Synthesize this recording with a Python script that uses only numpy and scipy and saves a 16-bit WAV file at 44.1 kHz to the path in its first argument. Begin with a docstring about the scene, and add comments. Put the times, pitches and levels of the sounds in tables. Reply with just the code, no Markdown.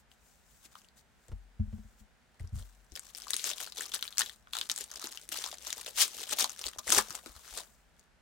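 """Gloves slide lightly over a foil card wrapper in a small quiet room, close to a stereo microphone.
A few knocks on the table top follow, travelling into the microphone stand as damped table modes.
Then the wrapper is torn and crinkled: creases snap singly and in showers as noise bursts that ring
film facets and air pockets, over the filtered hiss of rubbing gloves. Puffs of air push the
microphone; ventilation rumble and microphone hiss lie underneath as shaped noise."""
import sys
import numpy as np
from scipy import signal
from scipy.fft import rfft, irfft
from scipy.io import wavfile
from scipy.ndimage import uniform_filter1d

SR = 44100
rng = np.random.default_rng(int(sys.argv[2]) if len(sys.argv) > 2 else 0)


def wav_out(sig):
    """Save sig, one row per channel (or a flat mono array), as 16-bit PCM at SR to the path in sys.argv[1]."""
    wavfile.write(sys.argv[1], SR, np.round(np.clip(np.atleast_2d(sig).T, -1, 1) * 32767).astype(np.int16))


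N = 362237

# The room at rest. Each row: frequency in Hz, relative level in dB per Hz.
HUSH_SPECTRUM = [(15, -43), (30, -0.5), (60, 5.5), (110, -9.5), (229, -7.5), (293, -18), (796, -14.5),
                 (1150, -19), (1500, -14.5), (2480, -21), (8360, -31.5), (14400, -42), (16000, -53.5)]
# Likeness of the two channels in the room at rest. Each row: frequency in Hz, likeness 0-1.
HUSH_LIKENESS = [(50, 0.25), (500, 0.58), (4000, 0.29)]
# Gloves sliding lightly between the squeezes. Each row: time in seconds, relative level in dB.
SLIDING = [(0, -62), (.06, -101), (.12, -64), (.17, -77), (.27, -63), (.43, -72), (.5, -63.5), (.62, -64),
           (.9, -80), (1.6, -80), (1.75, -69), (1.95, -72), (2.1, -81.5), (3.2, -78), (4.4, -89),
           (5.9, -82), (6.1, -56.5), (6.5, -102), (6.75, -80.5), (7.05, -58.5), (7.7, -64), (8.21, -105.5)]
# Squeezes and pulls on the film. Each row: time of most force in seconds, relative rustle level in dB,
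# build-up over 20 dB in seconds, die-away over 20 dB in seconds, share of smooth rubbing 0-1.
SQUEEZES = [(0.659, -48, 0.033, 0.014, 0.55), (.728, -58, 0.025, 0.032, 0.3), (.78, -59, 0.055, 0.12, 0.5),
            (.98, -55, 0.022, 0.046, 0.58), (1.24, -67.5, 0.13, 0.25, 0.4),
            (2.001, -61, 0.038, 0.037, 0.95), (2.4, -63, 0.086, 0.15, 0.02),
            (2.559, -54, 0.036, 0.26, 0.37), (2.96, -42.5, 0.02, 0.035, 0.07), (3.09, -52, 0.19, 0.04, 0.3),
            (3.16, -48, 0.035, 0.41, 0.07), (3.33, -41, 0.093, 0.051, 0.06), (3.39, -40, 0.058, 0.078, 1),
            (3.454, -32.5, 0.027, 0.087, 0.44), (3.511, -37, 0.16, 0.033, 0.56),
            (3.606, -36, 0.056, 0.1, 0.1), (3.788, -37.5, 0.046, 0.16, 0.01),
            (3.865, -45.5, 0.052, 0.041, 0.05), (3.947, -35, 0.024, 0.04, 0.2),
            (4.04, -48.5, 0.11, 0.21, 0), (4.198, -31, 0.024, 0.052, 0.44), (4.262, -48, .05, 0.14, 0.27),
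            (4.54, -42.5, 0.021, 0.12, 0.24), (4.58, -42, 0.061, 0.12, 0), (4.709, -35.5, 0.022, 0.025, 0),
            (4.819, -41, 0.15, 0.049, 0.44), (4.92, -49.5, 0.034, 0.15, 0.01),
            (5.039, -42.5, 0.21, 0.17, 0), (5.18, -52, 0.16, 0.26, 0.14), (5.319, -37.5, 0.016, 0.35, 0.1),
            (5.37, -40, 0.057, 0.17, 0.44), (5.46, -45, 0.12, 0.16, 0.03), (5.67, -40.5, 0.074, 0.14, 0.28),
            (5.801, -39, 0.068, 0.039, 0.1), (5.873, -40, 0.062, 0.059, 0.1),
            (5.981, -29.5, 0.025, 0.13, 0.54), (6.02, -18, 0.043, 0.038, 1),
            (6.222, -36.5, 0.14, 0.051, 0.18), (6.331, -31.5, 0.062, 0.022, 0.08),
            (6.385, -34, 0.034, 0.17, 0.1), (6.42, -29, 0.068, 0.039, 0.3),
            (6.659, -38.5, 0.11, 0.096, 0.13), (6.79, -40, 0.0099, 0.02, 0.14),
            (6.872, -38.5, 0.0095, 0.14, 0.1), (6.924, -28.5, 0.058, 0.13, 0.43),
            (6.982, -25.5, 0.097, 0.042, 0.68), (7.16, -43.5, 0.16, 0.05, 0.13),
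            (7.269, -53, 0.079, 0.33, 0.2), (7.5, -54, 0.27, 0.17, 0.7), (7.589, -41, 0.16, 0.065, 0.46),
            (7.999, -64, 0.076, 0.071, 0.06)]
# Rubbing of a firm glove. Each row: frequency in Hz, relative level in dB per Hz.
FIRM_GLOVE = [(200, -53), (1000, -12), (3000, 3.5), (7000, 4.5), (15000, -7.5)]
# Rubbing at the lightest touch, which is thinner. Each row: frequency in Hz, relative level in dB per Hz.
LIGHT_GLOVE = [(2500, -19.5), (7500, 0), (11000, -11), (15000, -6.5)]
# Colour of the creasing film. Each row: frequency in Hz, relative level in dB per Hz.
FILM_SPECTRUM = [(200, -22.5), (800, -25.5), (1500, -5), (2300, -3.5), (3500, -2.5), (7000, -1.5),
                 (10500, -5.5), (15000, -11.5)]
# Air pockets of the wrapper. Each row: resonance in Hz, relative level in dB.
AIR_POCKETS = [(400, -4.5), (600, -2), (820, -14), (1150, -2.5), (1350, -1.5), (1600, -4.5)]
# Place of the hands and opening of the pouch. 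Each row: time in seconds, left over right in dB,
# hollowness of the pouch in dB.
SIDE_OF_HANDS = [(0, 4.5, -10.5), (2.4, 4, -2.5), (3.2, 7, -13), (5.2, 4.5, -9), (6, 5.5, -10.5),
                 (6.4, 5, -11), (7, 4.5, -4), (7.3, 5, -4)]
# Likeness of the two channels in the film sound. Each row: frequency in Hz, likeness 0-1.
FILM_LIKENESS = [(60, 0.19), (380, 0.97), (2380, 0.51), (15000, 0.26)]
# Single loud creases. Each row: start in seconds, relative level in dB, pitch of the buckling facet in Hz,
# pop of the air pocket in dB relative to the crease, pitch of the pocket in Hz.
SNAPS = [(0.116, -47.5, 3160, -13, 1200), (0.6528, -43.5, 7600, -8.5, 303), (0.7541, -40.5, 3300, 5, 1250),
         (0.7881, -51, 4970, -18, 2400), (0.8174, -50, 6040, -6, 3000), (0.846, -50, 2980, -21, 840.0),
         (0.8865, -49, 4500, -30, 1500), (1.283, -46, 7600, -10, 700), (2.3973, -44.5, 1960, -8, 374),
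         (2.474, -46.5, 5860, -30, 1400), (2.92, -41, 5990.0, -0.5, 327), (2.9544, -30, 5000, -30, 1300),
         (2.974, -33, 4080, -2.5, 2140), (2.9944, -28.5, 7960, -17, 1920), (3.054, -43.5, 7700, -7, 1160),
         (3.1489, -31, 5240, -19, 460), (3.184, -33, 8600, -16, 1640), (3.2198, -32.5, 5400, -17, 1890.0),
         (3.269, -41.5, 7920.0, 7, 1200), (3.2821, -30, 4470, -14, 1610), (3.3059, -16, 8600, -13.5, 1660),
         (3.3341, -16.5, 4060, -13.5, 1280), (3.3417, -17.5, 8850, -19, 450),
         (3.3654, -15.5, 9300, -34, 1240), (3.395, -28, 4000, -14, 460), (3.442, -19, 7050, -23, 595),
         (3.4924, -21.5, 6600, -20, 1200), (3.502, -21.5, 6360, -9.5, 1310),
         (3.514, -24.5, 3600, -13.5, 676), (3.5335, -26, 3600.0, -18, 690.0),
         (3.602, -32, 9090.0, -2, 1820), (3.664, -31.5, 4670, -11.5, 466), (3.674, -33.5, 3940, 0, 1270),
         (3.722, -30, 4150, -15, 1240), (3.7715, -32.5, 3730.0, -7, 935), (3.785, -24.5, 3600, -16, 517),
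         (3.8087, -24.5, 6900, -3, 1770), (3.856, -30.5, 5200, -14, 1210), (3.9191, -28, 3400, -16, 1280),
         (3.94, -20, 3600, -5, 1580), (3.952, -25, 4470, -6.5, 1650), (3.9916, -29.5, 3460, -14, 1890.0),
         (4.026, -18.5, 3480, -9.5, 1370), (4.053, -31, 2700, -10, 1660.0), (4.078, -28, 3500, -15, 1650),
         (4.1257, -33, 3480, -16, 1700.0), (4.172, -29, 4260, -9, 1610.0), (4.1821, -12, 6060, -20, 1350),
         (4.193, -12.5, 9100, -21, 1370), (4.208, -18, 3600.0, -0.5, 1590), (4.2175, -14, 3360, -7.5, 1740),
         (4.261, -25.5, 3600, -38, 1590.0), (4.2956, -29, 3630, -10.5, 1980),
         (4.472, -55.5, 2010, 17.5, 1360), (4.534, -20.5, 3600, -13.5, 1380),
         (4.553, -24.5, 3780, -3.5, 1360), (4.568, -19.5, 3600, -6, 1280), (4.587, -21, 3450, -24, 1440),
         (4.6127, -16.5, 3500, -12, 1570), (4.6982, -17, 3600, -14, 2130), (4.715, -18, 5900, -31, 1700),
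         (4.7614, -22.5, 7960, -40, 1570.0), (4.7778, -23, 7900, -19, 1900),
         (4.7866, -24, 9260.0, -14, 1300), (4.809, -23, 7000, -22, 420), (4.8403, -27.5, 9100, -37, 1640.0),
         (4.9146, -29, 6100, -7.5, 1520), (4.9585, -28, 5300.0, -17, 530), (4.9966, -32, 5900, -30, 1160.0),
         (5.0256, -31, 4240, -3.5, 1300), (5.0416, -25.5, 4250, -8.5, 360),
         (5.071, -26.5, 6200, -8.5, 1450), (5.1244, -32, 4860, -9, 1760), (5.174, -27, 2900, -42, 1910),
         (5.29, -26.5, 10000, -22, 320.0), (5.3568, -32, 4280, 0, 1380), (5.4403, -21.5, 3530, -10, 1190),
         (5.4624, -26, 5080.0, -9, 1030.0), (5.487, -48.5, 5000, -4, 1000),
         (5.5148, -31, 3720, -31, 1810.0), (5.5277, -34, 1300, 1.5, 710), (5.6693, -26, 6200, -14, 650),
         (5.704, -22.5, 3660, -19, 1280), (5.728, -18.5, 6250, -26, 1130),
         (5.862, -25.5, 3350, -30, 1120.0), (5.8793, -33.5, 2760, -1, 507), (6.016, -14.5, 8600, -12, 1180),
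         (6.033, -20, 5200, -13, 1350), (6.0794, -25, 7900.0, -17, 1250), (6.27, -35, 2700, -23, 1200),
         (6.3115, -24.5, 7800, -17, 510), (6.324, -30.5, 5000, -27, 450), (6.335, -20, 3400, -15, 1190),
         (6.413, -24, 5000, -5, 605), (6.4429, -14, 4100, -7, 1010), (6.495, -25.5, 6300, -14, 1360),
         (6.592, -29, 8800, -19, 1230.0), (6.614, -28, 5200, -11.5, 1040), (6.6402, -25, 3200, -19, 1250),
         (6.6661, -24.5, 4560, -13, 417), (6.6829, -27, 4740, -15, 1130), (6.7337, -34.5, 3060, -10, 1780),
         (6.761, -61, 2970, 21.5, 574), (6.7851, -30.5, 5900, -4.5, 1300), (6.878, -24.5, 7360, -2, 1920),
         (6.9033, -12.5, 8700, -19, 1770), (6.9229, -7.5, 6500, -8.5, 1440),
         (6.948, -11.5, 6650, -16, 1420.0), (6.979, -13, 5320.0, -25, 1600), (6.9838, -7, 8600, -2.5, 1574),
         (6.989, -18.5, 6200.0, 3.5, 1165), (7.1058, -26, 5800, -2.5, 1250), (7.112, -33, 5000, -2.5, 354),
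         (7.1516, -22, 7800, -19, 1670), (7.2608, -28, 1220, -6.5, 330), (7.3638, -38, 4320, -4, 1460),
         (7.5749, -25, 8150, -7, 1480), (7.9946, -46.5, 7040, -22, 980)]
# Decay of the small room. Each row: frequency in Hz, time to fall 60 dB in seconds.
ROOM_DECAY = [(500, 0.13), (3000, 0.06), (12000, 0.026)]
# Knocks on the table. Each row: start in seconds, relative level in dB, then relative to that level
# deep sway in dB, upper ring in dB, contact tick in dB.
KNOCKS = [(1.283, -48, -2, -16, -5), (1.315, -35, -3.5, -20.5, -10.5), (1.593, -21.5, -17, -11.5, -30.5),
          (1.665, -44.5, 4.5, -5, -19), (1.725, -33.5, -46, -7, -19.5), (1.779, -47.5, 0.5, 1.5, -8),
          (1.839, -50.5, -5, -8, -30), (2, -56.5, 1, -2.5, -17), (2.4, -34, -10, -27, -16.5),
          (2.435, -36, -40, -24, -22), (2.523, -29.5, -11.5, -21, -44), (2.553, -29, -13.5, -23, -46),
          (2.598, -44, -2.5, -17, -24), (6.974, -51, -6, 7, 25.5)]
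# Table modes, deep sway first and upper ring last. Each row: frequency in Hz,
# time for the mode to fall 60 dB in seconds, left over right in dB.
TABLE_MODES = [(46.6, 0.95, 4), (86.9, 0.16, 2), (107.1, 0.11, -3.5), (213, 0.24, 7)]
# Puffs from the wrapper at the microphone. Each row: start in seconds, relative level in dB,
# half cycle in seconds.
PUFFS = [(2.919, -46.5, 0.008), (6.652, -49, 0.0094), (6.775, -52, 0.0074), (6.873, -51, 0.0086),
         (6.963, -48, 0.007), (7.099, -50, 0.0036), (7.293, -51, 0.0096), (7.359, -50, 0.0079),
         (7.519, -51.5, 0.011)]

HUSH_DB = -66.5  # rms level of the room at rest
SMOOTH_SLIDING = 0.77  # share of smooth rubbing in the sliding
ROUNDING = 1.1  # rounded top, steepening flanks: a squeeze falls in dB as this power of time
LIGHT_DB = -54.5  # rustle level at which light and firm touch mix equally
EDGE_HZ = 16000  # upper band limit


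def gain_of(db):
    """Decibels to an amplitude factor."""
    return 10 ** (np.asarray(db) / 20)


def evened(x):
    """Scales to rms 1."""
    return x / np.sqrt(np.mean(x ** 2) + 1e-20)


def read(points, hz):
    """Reads a curve on a log-frequency axis."""
    f, value = np.transpose(points)
    return np.interp(np.log(hz + 1), np.log(f + 1), value)


def along(rows):
    """Reads the columns of a time curve at every sample."""
    s, *columns = np.transpose(rows)
    return [np.interp(np.arange(N) / SR, s, column) for column in columns]


def panned(db):
    """Gains of left and right for a left-over-right difference in dB."""
    return gain_of(np.multiply.outer([.5, -.5], db))


def pair(x, likeness):
    """Mixes three unrelated signals into two channels, one shared and two private, alike by band."""
    hz = np.fft.rfftfreq(N, 1 / SR)
    share = np.clip(read(likeness, hz), 0, 1)
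    z = rfft(x)
    return irfft(np.sqrt(share) * z[:1] + np.sqrt(1 - share) * z[1:], N)


def coloured(x, points):
    """Minimum-phase filter of unit energy with the given spectrum, so nothing sounds early."""
    hz = np.abs(np.fft.fftfreq(2048, 1 / SR))
    log_gain = np.log(gain_of(np.maximum(read(points, hz), -60)))
    taps = np.fft.ifft(np.exp(signal.hilbert(log_gain).conj())).real[:1024]
    return signal.oaconvolve(x, taps[None] / np.linalg.norm(taps), axes=1)[:, :N]


def resonate(x, hz, width):
    """Two-pole resonance of peak gain 1, its width in Hz."""
    return signal.lfilter(*signal.iirpeak(hz, hz / width, SR), x)


def hush():
    """Ventilation rumble and microphone hiss: noise shaped to the spectrum of the room at rest."""
    z = rfft(pair(rng.standard_normal((3, N)), HUSH_LIKENESS))
    hz = np.fft.rfftfreq(N, 1 / SR)
    # the fan's rumble gathers near one pitch
    fan_db = 5.6 * np.exp(-((hz - 52) / 11) ** 2) - 4.9 * (hz < 110)
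    return gain_of(HUSH_DB) * evened(irfft(z * gain_of(read(HUSH_SPECTRUM, hz) + fan_db), N))


def hands():
    """Rustle level in dB and share of smooth rubbing: squeezes build and die in power over the sliding."""
    t = np.arange(0, N + 64, 64) / SR
    s, db, build_s, die_s, smooth = np.transpose(SQUEEZES)[:, :, None]
    from_peak = np.where(t < s, (s - t) / build_s, (t - s) / die_s)
    squeezes = gain_of(db - 20 * from_peak ** ROUNDING) ** 2
    slide = gain_of(np.interp(t, *np.transpose(SLIDING))) ** 2
    power = squeezes.sum(axis=0) + slide
    share = ((smooth * squeezes).sum(axis=0) + SMOOTH_SLIDING * slide) / power
    return [np.interp(np.arange(N) / SR, t, curve) for curve in (10 * np.log10(power), share)]


def rubbing(level_db):
    """Glove friction: steady hiss whose colour passes from light to firm touch as the level rises."""
    light = np.clip((LIGHT_DB - level_db) / 10 + .5, 0, 1)
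    hiss = rng.standard_normal((3, N))
    return (1 - light) * coloured(hiss, FIRM_GLOVE) + light * coloured(hiss, LIGHT_GLOVE)


def crease_bursts(level_db):
    """Random small creases, a few large, falling in clumps; each starts at once and dies in milliseconds."""
    clumps = gain_of(3 * evened(uniform_filter1d(rng.standard_normal(N), 500)))
    denser = gain_of(0.66 * np.maximum(level_db + 41.5, 0))  # a hard pull breaks more creases at once
    size = gain_of(3.5 * np.minimum(rng.exponential(1, N), 3))
    size = size * (rng.random(N) < 330 * clumps * denser / SR)  # 330 a second before clumping
    decay = np.exp(-np.arange(400) / SR / .0007)  # of power
    return evened(np.sqrt(abs(signal.oaconvolve(size ** 2, decay)[:N])))


def facets(drive):
    """Film facets ring under the creases, one facet size favoured in each 128-sample stretch."""
    pick = np.repeat(rng.integers(0, 6, N // 128 + 1), 128)[:N]
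    sizes_hz = [3060, 3600, 3820, 5990, 8600, 13500]
    return sum(resonate(drive * (pick == k), hz, .18 * hz) for k, hz in enumerate(sizes_hz))


def pouch(drive):
    """Small creases pop the wrapper's air pockets, one pocket excited in each 256-sample stretch."""
    pick = np.repeat(rng.integers(0, len(AIR_POCKETS), N // 256 + 1), 256)[:N]
    return sum(gain_of(db) * resonate(drive * (pick == k), hz, 0.49 * hz)
               for k, (hz, db) in enumerate(AIR_POCKETS))


def rustle():
    """Showers of creases through film and air pockets, mixed in power with the smooth hiss of rubbing."""
    level_db, smooth = hands()
    smooth = np.clip(smooth, 0, 1)
    burst = crease_bursts(level_db)
    drive = burst * rng.standard_normal((3, N))
    film = evened(coloured(0.5 * drive + facets(drive), FILM_SPECTRUM))
    hollow = evened(pouch(drive / np.sqrt(burst + 0.064)))  # the pockets even out the sizes
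    creases = film + gain_of(along(SIDE_OF_HANDS)[1]) * hollow
    return gain_of(level_db - 2.0) * (np.sqrt(1 - smooth) * creases + np.sqrt(smooth) * rubbing(level_db))


def snaps():
    """Each loud crease lets go in a short burst of slips that rings its film facet and an air pocket."""
    t = np.arange(1024) / SR
    bright, hollow = np.zeros((3, N + 1024)), np.zeros((3, N + 1024))
    slips = rng.standard_normal((len(SNAPS), 3, len(t)))
    shape = (1 - np.exp(-t / .0002)) * (np.exp(-t / .001) + .1 * np.exp(-t / .012))
    crack = np.exp(-t / 0.00036)  # the wide-band crack dies before the facet does
    for (s, db, hz, pop_db, pop_hz), slip in zip(SNAPS, slips):
        at = round(s * SR)
        burst = evened(slip * shape) / np.sqrt(len(t))
        ring = resonate(burst, hz, 0.19 * hz)
        ring = ring / np.linalg.norm(ring, axis=1, keepdims=True)
        bright[:, at:at + len(t)] += gain_of(db + 11.0) * (1.91 * burst * crack + 0.56 * ring)
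        pop = resonate(burst * np.exp(-t / .009), pop_hz, .3 * pop_hz)
        pop = evened(resonate(pop, pop_hz, 1.5 * pop_hz))
        hollow[:, at:at + len(t)] += gain_of(db + pop_db - 19.0) * pop
    return coloured(bright, FILM_SPECTRUM) + hollow[:, :N]


def room(x):
    """A dense noise tail after the first bounce off the table, each band dying at its own speed."""
    taps = rng.standard_normal((2, SR // 2)) * (np.arange(SR // 2) > .005 * SR)  # bounce after 5 ms
    hz, t, z = signal.stft(taps, SR, nperseg=128)
    tail = signal.istft(z * gain_of(-60 * t / read(ROOM_DECAY, hz)[:, None]), SR, nperseg=128)[1]
    return signal.fftconvolve(x, tail / np.linalg.norm(tail[0]), axes=1)[:, :N]


def knocks():
    """Each knock is a soft push that swells into the table modes; where it lands sets their balance."""
    out, t = np.zeros((2, N + SR)), np.arange(SR // 2) / SR
    swell = np.sin(np.pi / 2 * np.minimum(t / 0.022, 1)) ** 2  # a padded hand builds its force gradually
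    swell = swell * (0.2 + np.exp(-t / 0.032))  # the resting hand damps the first swings
    scrapes = resonate(rng.standard_normal((len(KNOCKS), len(t))), 380, 200)
    scrapes = scrapes * t / .003 * np.exp(-t / .005)
    for (s, db, deep_db, upper_db, tick_db), scrape in zip(KNOCKS, scrapes):
        sound = gain_of(db + tick_db) * scrape / abs(scrape).max() * np.ones((2, 1))
        for (hz, t60, pan_db), mode_db in zip(TABLE_MODES, [deep_db, 0, -4., upper_db]):
            # left leads a little in phase
            swing = np.sin(2 * np.pi * (hz * t + 0.13 * np.array([[.5], [-.5]])))
            decay = gain_of(db + mode_db + 8.5 - 60 * t / t60)
            sound = sound + panned(pan_db)[:, None] * decay * swing * swell
        out[:, round(s * SR):][:, :len(t)] += sound
    return out[:, :N]


def puffs():
    """Air pushes the microphone: a soft pressure swing in and out that dies over a few half cycles."""
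    out, t = np.zeros(N + SR), np.arange(SR // 8) / SR
    for s, db, half in PUFFS:
        swing = np.sin(np.pi * t / half) * t / half * np.exp(-t / half)
        out[round(s * SR):][:len(t)] += gain_of(db + 7.5) * swing
    return panned(6.4)[:, None] * out[:N]


def scene():
    """The close wrapper with its room, knocks through the stand, puffs, and the quiet."""
    wrapper = panned(along(SIDE_OF_HANDS)[0]) * pair(rustle() + snaps(), FILM_LIKENESS)
    return hush() + wrapper + gain_of(-13.0) * room(wrapper) + knocks() + puffs()


def record(dry):
    """A linear-phase low-pass takes away the treble above the band limit."""
    low_pass = signal.firwin(511, EDGE_HZ, window=("kaiser", 9), fs=SR)
    return signal.oaconvolve(dry, low_pass[None], "same")


dry = scene()
out = record(dry)
wav_out(out)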